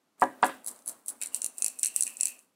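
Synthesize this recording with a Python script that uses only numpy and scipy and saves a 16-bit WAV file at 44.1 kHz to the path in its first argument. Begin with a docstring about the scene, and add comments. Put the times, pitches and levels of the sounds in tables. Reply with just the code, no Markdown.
"""Two hollow knocks sound on a wooden table, with thin ticks of steel around them, close by in a small room.
A metal wristwatch is then turned in the fingers. Each turn sets off a run of bright clinks, light at
first and harder later, as the links strike one another. The knocks ring in the modes of the table top;
between the clinks, friction gives a fine scraping of the links and a soft rustle of the hand."""
import sys
import numpy as np
from scipy import signal
from scipy.fft import rfft, irfft
from scipy.io import wavfile
from scipy.ndimage import map_coordinates

SR = 44100
rng = np.random.default_rng(int(sys.argv[2]) if len(sys.argv) > 2 else 0)


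def file_out(sig):
    """Save sig as 16-bit WAV at sys.argv[1]."""
    # one column per channel
    cols = np.atleast_2d(sig).T
    # limit, then scale
    lim = np.clip(cols, -1, 1)
    pcm = np.round(lim * 32767).astype(np.int16)
    wavfile.write(sys.argv[1], SR, pcm)


N = 112454


def amp(db):
    """Amplitude grows tenfold with every 20 dB."""
    return 10 ** (np.asarray(db) / 20)


def unit(x):
    """Normalisation to an energy of one."""
    return x / np.sqrt(np.sum(x ** 2) + 1e-20)


def read(points, hz):
    """Interpolation of a table on a logarithmic frequency axis."""
    f, value = np.transpose(points)
    return np.interp(np.log(hz + 1), np.log(f + 1), value)


def level(points):
    """An amplitude envelope, interpolated in dB and silent before its first point."""
    s, db = np.transpose(points)
    t = np.arange(N) / SR
    return amp(np.interp(t, s, db)) * (t > s[0])


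def add(mix, s, sound):
    """Superposition: a sound joins the mix at s seconds."""
    part = mix[max(round(s * SR), 0):][:len(sound)]
    part += sound[:len(part)]


def pulse(db_at, size=2048):
    """The minimum-phase impulse response whose spectrum in dB is db_at(hz)."""
    log_gain = np.log(amp(db_at(abs(np.fft.fftfreq(size, 1 / SR)))))
    return np.fft.ifft(np.exp(np.conj(signal.hilbert(log_gain)))).real[:size // 2]


def coloured(x, colour):
    """Filtering by a spectral envelope, scaled to an rms of one."""
    gain = amp(read(colour, np.fft.rfftfreq(N, 1 / SR)))
    return np.sqrt(N) * unit(irfft(rfft(x) * gain, N))


def dying(noise, decay_s):
    """Exponential damping with time constant decay_s, scaled to an energy of one."""
    return unit(noise * np.exp(-np.arange(len(noise)) / SR / decay_s))


def hiss():
    """Stationary coloured noise forms a faint floor."""
    # Each row: frequency in Hz, relative level in dB.
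    colour = [(30, -18.5), (90, -13), (250, 3), (450, -2.5), (1100, -5), (1800, -12), (4000, -15),
              (8000, -17.5), (11200, -20.5), (11550, -15), (12100, -22.5), (13200, -25), (15600, -27)]
    return amp(-75) * coloured(rng.standard_normal(N), colour)


def room(x, delay_s=0.006):
    """Reverberation: a diffuse field decays exponentially, each band at its own rate."""
    # Each row: frequency in Hz, time to fall 60 dB in seconds.
    decay_times = [(150, 0.44), (400, 0.4), (1000, 0.12), (2800, 0.45), (8000, 0.21), (15000, 0.095)]
    hz, t, bands = signal.stft(rng.standard_normal(SR // 2), SR, nperseg=256)
    decay = amp(-60 * t / read(decay_times, hz)[:, None])
    _, tail = signal.istft(bands * decay, SR, nperseg=256)
    return signal.fftconvolve(x, np.r_[np.zeros(int(delay_s * SR)), unit(tail)])[:N]


def hand():
    """Sliding friction of skin on the watch makes a soft noise that swells with each turn."""
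    # Each row: time in seconds, level in dB.
    envelope = [(.18, -64), (.55, -53), (.632, -64), (.694, -53), (.85, -68), (.875, -55.5), (.922, -55.5),
                (1.05, -72), (1.112, -55), (1.2, -66.5), (1.225, -59.5), (1.47, -59.5), (1.57, -68.5),
                (1.6, -60), (1.66, -59), (1.76, -66), (1.85, -66.5), (2.11, -59.5), (2.16, -67),
                (2.225, -60), (2.39, -69), (2.55, -92)]
    # Each row: frequency in Hz, relative level in dB.
    colour = [(50, -22.5), (100, -10.5), (150, -16.5), (245, 8), (350, -2), (620, 3.5), (900, -1),
              (1200, -1.5), (1600, -6.5), (2500, -14.5), (5000, -19)]
    return level(envelope) * coloured(rng.standard_normal(N), colour)


def scrape(slips_per_s=2500, spread_db=3.5):
    """Stick-slip friction: tiny slips of the links excite the bright steel and the case's lower ring."""
    # Each row: time in seconds, level in dB.
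    link_envelope = [(.18, -87), (.213, -45), (.25, -56), (.41, -82), (.465, -39), (.5, -56.5),
                     (.63, -72.5), (.685, -36.5), (.73, -57.5), (.85, -69.5), (.89, -38), (.94, -60),
                     (1.05, -74), (1.09, -37), (1.14, -64.5), (1.2, -67), (1.225, -39), (1.31, -66.5),
                     (1.36, -37), (1.4, -56), (1.46, -41), (1.51, -64.5), (1.565, -60), (1.59, -44),
                     (1.68, -55), (1.73, -55.5), (1.78, -59), (1.8, -47.5), (1.86, -55), (1.93, -55.5),
                     (1.975, -40), (2.08, -44.5), (2.15, -57), (2.22, -48), (2.29, -43), (2.34, -57.5),
                     (2.42, -65.5), (2.52, -86.5)]
    case_envelope = [(1.19, -90), (1.222, -46), (1.29, -85), (1.36, -50.5), (1.4, -68), (1.455, -61),
                     (1.54, -77.5), (1.665, -52.5), (1.72, -64), (1.815, -69), (1.838, -47.5), (1.9, -55.5),
                     (1.95, -60.5), (1.988, -47.5), (2.05, -77), (2.07, -45), (2.13, -57.5), (2.18, -63.5),
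                     (2.21, -52.5), (2.286, -50), (2.4, -69), (2.5, -93)]
    # Each row: frequency in Hz, relative level in dB.
    link_colour = [(1500, -34), (3300, -23), (4300, -13.5), (5000, -14.5), (6100, -11.5), (6900, -8.5),
                   (7700, -0.5), (9000, 0.5), (10200, -3.5), (11100, -2.5), (11650, -9.5), (12400, -19),
                   (13600, -21), (14100, -18.5), (14500, -22), (16000, -26.5)]
    case_colour = [(1200, -36.5), (1600, -17.5), (1950, -8), (2100, -16), (2420, -6), (2680, 8.5),
                   (2900, -1.5), (3300, -13.5), (4000, -30.5)]
    # The varying part of a treble boost. Each row: time in seconds, gain in dB.
    treble_swell = [(.24, -18.5), (.46, -3), (.7, -15), (1.1, -9.5), (1.4, -27), (1.85, -3.5), (2.02, -24),
                    (2.2, -6), (2.3, -0.5)]
    # The case's resonance shifts with the grip. Each row: time in seconds, frequency in Hz.
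    case_pitch = [(1.22, 2557), (1.33, 2817), (1.46, 2753), (1.66, 2588), (1.842, 2591), (1.92, 2736),
                  (1.991, 2748), (2.07, 2546), (2.16, 2620), (2.279, 2605)]
    treble_hz, case_peak_hz = 12300, 2680
    slips = (rng.random(N) < slips_per_s / SR) * rng.choice([-1, 1], N)
    slips = slips * amp(spread_db * np.minimum(rng.exponential(1, N), 3))
    bright = coloured(slips, link_colour)
    treble = irfft(rfft(bright) * (np.fft.rfftfreq(N, 1 / SR) > treble_hz), N)
    links = bright + (level(treble_swell) + 3) * treble
    pitch_ratio = np.interp(np.arange(N) / SR, *np.transpose(case_pitch)) / case_peak_hz
    case = map_coordinates(coloured(slips, case_colour), [np.cumsum(pitch_ratio)], order=3, mode="wrap")
    return level(link_envelope) * links + level(case_envelope) * case


def grinds(gain_db=-12.5):
    """Friction gives a damped burst of noise as the case drags briefly against the bracelet."""
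    # Each row: start in seconds, relative level in dB, decay time constant in seconds.
    drags = [(1.215, -3.5, 0.031), (1.83, -5.5, 0.036)]
    # Each row: frequency in Hz, relative level in dB.
    colour = [(1100, -26), (1550, -6.5), (2000, -4.5), (2300, 1.5), (2600, -13), (3000, -3.5), (3400, -15),
              (3750, -5), (4400, -3.5), (5200, -14.5), (7000, -28.5)]
    out = np.zeros(N)
    for s, db, decay_s in drags:
        friction = coloured(rng.standard_normal(N), colour)
        add(out, s, amp(db + gain_db) * dying(friction, decay_s))
    return out


def knocks():
    """Impact excitation: a blunt blow sets the table's damped modes ringing, with a thud and a rattle."""
    # Each row: start in seconds, gain in dB, low-pass corner in Hz, relative rattle level in dB.
    impacts = [(0.2203, 0, 1840, -17), (0.4287, -0.5, 3740, -1), (0.489, -23, 4600, 9.5)]
    # Each row: mode frequency in Hz, relative level in dB, time to fall 60 dB in seconds.
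    wood_modes = [(262.2, -26.5, .14), (314, -31.5, 0.17), (381.3, -27, .12), (475, -45.5, 0.056),
                  (552, -24, 0.15), (613, -33, 0.13), (743, -10, 0.078), (863, -13.5, 0.071),
                  (943.5, -15.5, 0.064), (966.2, -11, 0.087), (1028, -24, 0.16), (1169, -15, 0.063),
                  (1216, -29, 0.079), (1590, -17, 0.068), (1693, -16.5, 0.054), (1932, -14.5, 0.035),
                  (2626, -29, 0.054)]
    # Each row: frequency in Hz, relative level in dB.
    blow_colour = [(30, -61.5), (90, -16), (250, -11.5), (500, -1.5), (900, -8), (1500, 1), (2200, -10),
                   (3200, -11), (5000, -14), (12000, -28)]
    build_s, thud_s, rattle_s = 0.0045, 0.0054, 0.019  # time constants
    swing_hz, swing_s = 1079, 0.0011  # the board's first swing under the blow
    out, t = np.zeros(N), np.arange(SR // 2) / SR
    modes = sum(amp(db - 60 * t / t60) * np.sin(2 * np.pi * hz * t) for hz, db, t60 in wood_modes)
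    build = 1 - np.exp(-t / build_s)  # the modes build up as the blow crosses the board
    swing = t / swing_s * np.exp(1 - t / swing_s) * np.sin(2 * np.pi * swing_hz * t)
    blow = unit(pulse(lambda hz: read(blow_colour, hz)))

    def burst(decay_s):
        """Damped noise takes on the blow's spectrum by convolution."""
        noise = dying(build * rng.standard_normal(len(t)), decay_s)
        return unit(signal.fftconvolve(noise, blow)[:len(t)])

    for s, db, corner_hz, rattle_db in impacts:
        thud, rattle = burst(thud_s), burst(rattle_s)
        sound = amp(-9) * swing + build * modes + amp(1.5) * thud + amp(rattle_db) * rattle
        add(sound, 0, amp(-5) * blow)
        lowpass = signal.butter(3, corner_hz, fs=SR, output="sos")
        add(out, s, amp(db) * signal.sosfilt(lowpass, sound))
    return out


def clinks():
    """Damped impacts: each link touches, seats and chatters; the fingers let only a few partials last."""
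    # Each row: start in seconds, relative level in dB, low shelf gain in dB, top shelf gain in dB.
    impacts = [(0.198, -45.5, -15, -21), (0.2067, -57, 21, 4), (0.2114, -54, -1, 4), (0.215, -41, 16, -16),
               (0.2384, -48, 27.5, -13), (0.4257, -41, 4, -17), (0.4455, -32.5, 5.5, -4.5),
               (0.4547, -35, -16, -3.5), (0.4604, -45.5, -11, 1), (0.6457, -45.0, 3, 4.0),
               (0.6637, -33, 1, 4.0), (0.6741, -36, 8.5, 10.5), (0.6822, -33.5, 4, -3),
               (0.6864, -41.5, -7, 9), (0.7137, -38.5, -5, -16), (0.7625, -52, 5, -4),
               (0.7906, -54.5, 10.5, -6), (0.8225, -55.5, 9, -19), (0.8607, -40.5, -4.0, 5),
               (0.873, -41, 4, -2), (0.8783, -28.5, -1, 2), (0.888, -33.5, -1.0, 7), (0.8953, -33, 3.5, -4),
               (1.0618, -42, -5.0, 3.5), (1.0832, -28, -3.0, 1.5), (1.096, -34.5, -7.5, -4),
               (1.102, -32.5, -11, 0.5), (1.2155, -30, -7, -1), (1.224, -29, 1, -6), (1.235, -28.5, 0, 0),
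               (1.2603, -32, -3, 2), (1.272, -35, 0.0, -2), (1.3461, -22, 1.5, -1), (1.364, -36, -5.5, 7),
               (1.4191, -25.5, 1.5, -7), (1.4298, -36, -4.0, -10), (1.4448, -24.0, 0, 4),
               (1.4627, -26.5, -0.5, 3), (1.5832, -32, -7, 1.5), (1.6229, -18.5, -1, -11),
               (1.6452, -21, 2.5, 1), (1.663, -23, 5.5, 4), (1.6822, -30.5, 4.5, 8.5),
               (1.701, -40, 1, -3.0), (1.7901, -35.5, -1, -0.5), (1.795, -30, -7, -9), (1.8127, -46, -7, 4),
               (1.8325, -17.5, -1, -4.5), (1.8386, -38.5, 20, -3.5), (1.8472, -22, -5.5, 1),
               (1.8595, -23, 3, -1.0), (1.8689, -25.5, -3, 1.5), (1.8763, -29.5, -1.5, -8),
               (1.884, -35.0, -3, 5), (1.9627, -18, -3.5, 1), (2.009, -17.5, -6, -4.5),
               (2.0242, -19.5, -0.5, -3.5), (2.0348, -23.5, 1, -4), (2.0679, -29, 0, -11),
               (2.0774, -30, -2, -9), (2.17, -33.5, -4.5, -21), (2.2019, -42.5, 9, -2.0),
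               (2.2101, -17.5, -1, -10.5), (2.2329, -19.5, 2, -4.5), (2.2565, -20.5, 1, 0.5),
               (2.271, -31.0, 6.5, -2.5), (2.283, -39.5, 9.5, 15), (2.3916, -51.5, 3, 2.5)]
    # Spectra of thin ticks, light clinks and hard clinks. Each row: frequency in Hz, relative level in dB.
    thin = [(100, -44), (3000, -25), (6400, -24.5), (7300, -3), (8100, 0.5), (9000, 0.5), (10200, -3.5),
            (11500, -12.5), (12500, -27), (16000, -36.5)]
    light = [(100, -44), (700, -24), (3400, -36), (4000, -17), (4700, -17), (5250, -28), (5800, -27.5),
             (6200, -9), (6600, -18), (7700, -5), (8350, -5), (9000, -3), (9600, -8.5), (9900, 1),
             (10450, 5), (11200, -13.5), (11750, -11), (12300, -23), (14200, -19), (14600, -21),
             (15600, -23)]
    hard = [(100, -46), (260, -35.5), (1500, -42), (2200, -29), (2600, -22), (3400, -28.5), (3850, -22.5),
            (4300, -12.5), (4950, -25.5), (6050, -7), (6700, -10.5), (7600, -2), (8400, 1), (8950, -2.5),
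            (9550, 2), (10150, -2), (10600, -7), (11600, -15), (12100, -7.5), (12650, -31), (13200, -18.5),
            (14400, -27.5), (15100, -32), (15600, -23.5)]
    # The lasting partials. Each row: frequency in Hz, relative level in dB.
    steel_modes = [(6150, -12), (7794, -5), (8000, -5), (8390, -1.5), (8725, -0.5), (9540, -4.5),
                   (9808, -7.5), (10034, 5.5), (10480, -5), (11650, -14.5)]
    thin_until_s, grip_tightens_s = 0.435, 1.15
    low_shelf_hz, top_shelf_hz = 6900, 10300
    touch_s, chatter_s, ring_s, partial_t60_s = 0.0004, 0.0032, 0.0027, 0.14
    gain = np.sqrt(0.004 * SR)  # unit energy becomes that of 4 ms at an rms of one
    out, t = np.zeros(N), np.arange(SR // 6) / SR
    ring = dying(rng.standard_normal(len(t)), ring_s)  # one dense ring of the bracelet for all clinks

    def below(hz, corner_hz):
        """A steep shelf: one below the corner, zero above it."""
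        return 1 / (1 + (hz / corner_hz) ** 20)

    for s, db, low_db, top_db in impacts:
        colour = thin if s < thin_until_s else light if s < grip_tightens_s else hard
        steel = pulse(lambda hz: read(colour, hz) + low_db * below(hz, low_shelf_hz)
                      + top_db * (1 - below(hz, top_shelf_hz)))
        steel /= np.linalg.norm(pulse(lambda hz: read(colour, hz)))
        chatter = dying(rng.standard_normal(len(t)), chatter_s)
        force = amp(-8.5) * chatter + amp(-8) * ring
        force[0] += 1  # the link seats
        touch = np.zeros(1 + int(touch_s * SR * (0.5 + rng.random())))
        touch[0] = amp(-2)  # a lighter contact just before it seats
        sound = np.linalg.norm(steel) * unit(signal.fftconvolve(np.r_[touch, force], steel))
        partials = sum(amp(mode_db) * np.sin(2 * np.pi * (hz * t + rng.random()))
                       for hz, mode_db in steel_modes)
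        lead_s = len(touch) / SR
        add(sound, lead_s, amp(-18) * unit(partials * amp(-60 * t / partial_t60_s)))
        add(out, s - lead_s, amp(db) * gain * sound)
    return out


def scene():
    """Superposition of the direct sounds, the room's response to steel and wood, and a faint hiss."""
    steel, wood = clinks() + grinds(), knocks()
    reverberation = room(amp(-15) * steel + amp(-12.5) * wood)
    return (hiss() + reverberation + scrape() + hand() + wood + steel)[None]


def record(dry, low_hz=90, high_hz=15780):
    """Band limiting: the microphone cuts the rumble and the recorder cuts the highest treble."""
    highpass = signal.butter(2, low_hz, "highpass", fs=SR, output="sos")
    lowpass = signal.firwin(255, high_hz, window=("kaiser", 7), fs=SR)
    return signal.oaconvolve(signal.sosfilt(highpass, dry), lowpass[None], "same")


dry = scene()
out = record(dry)
file_out(out)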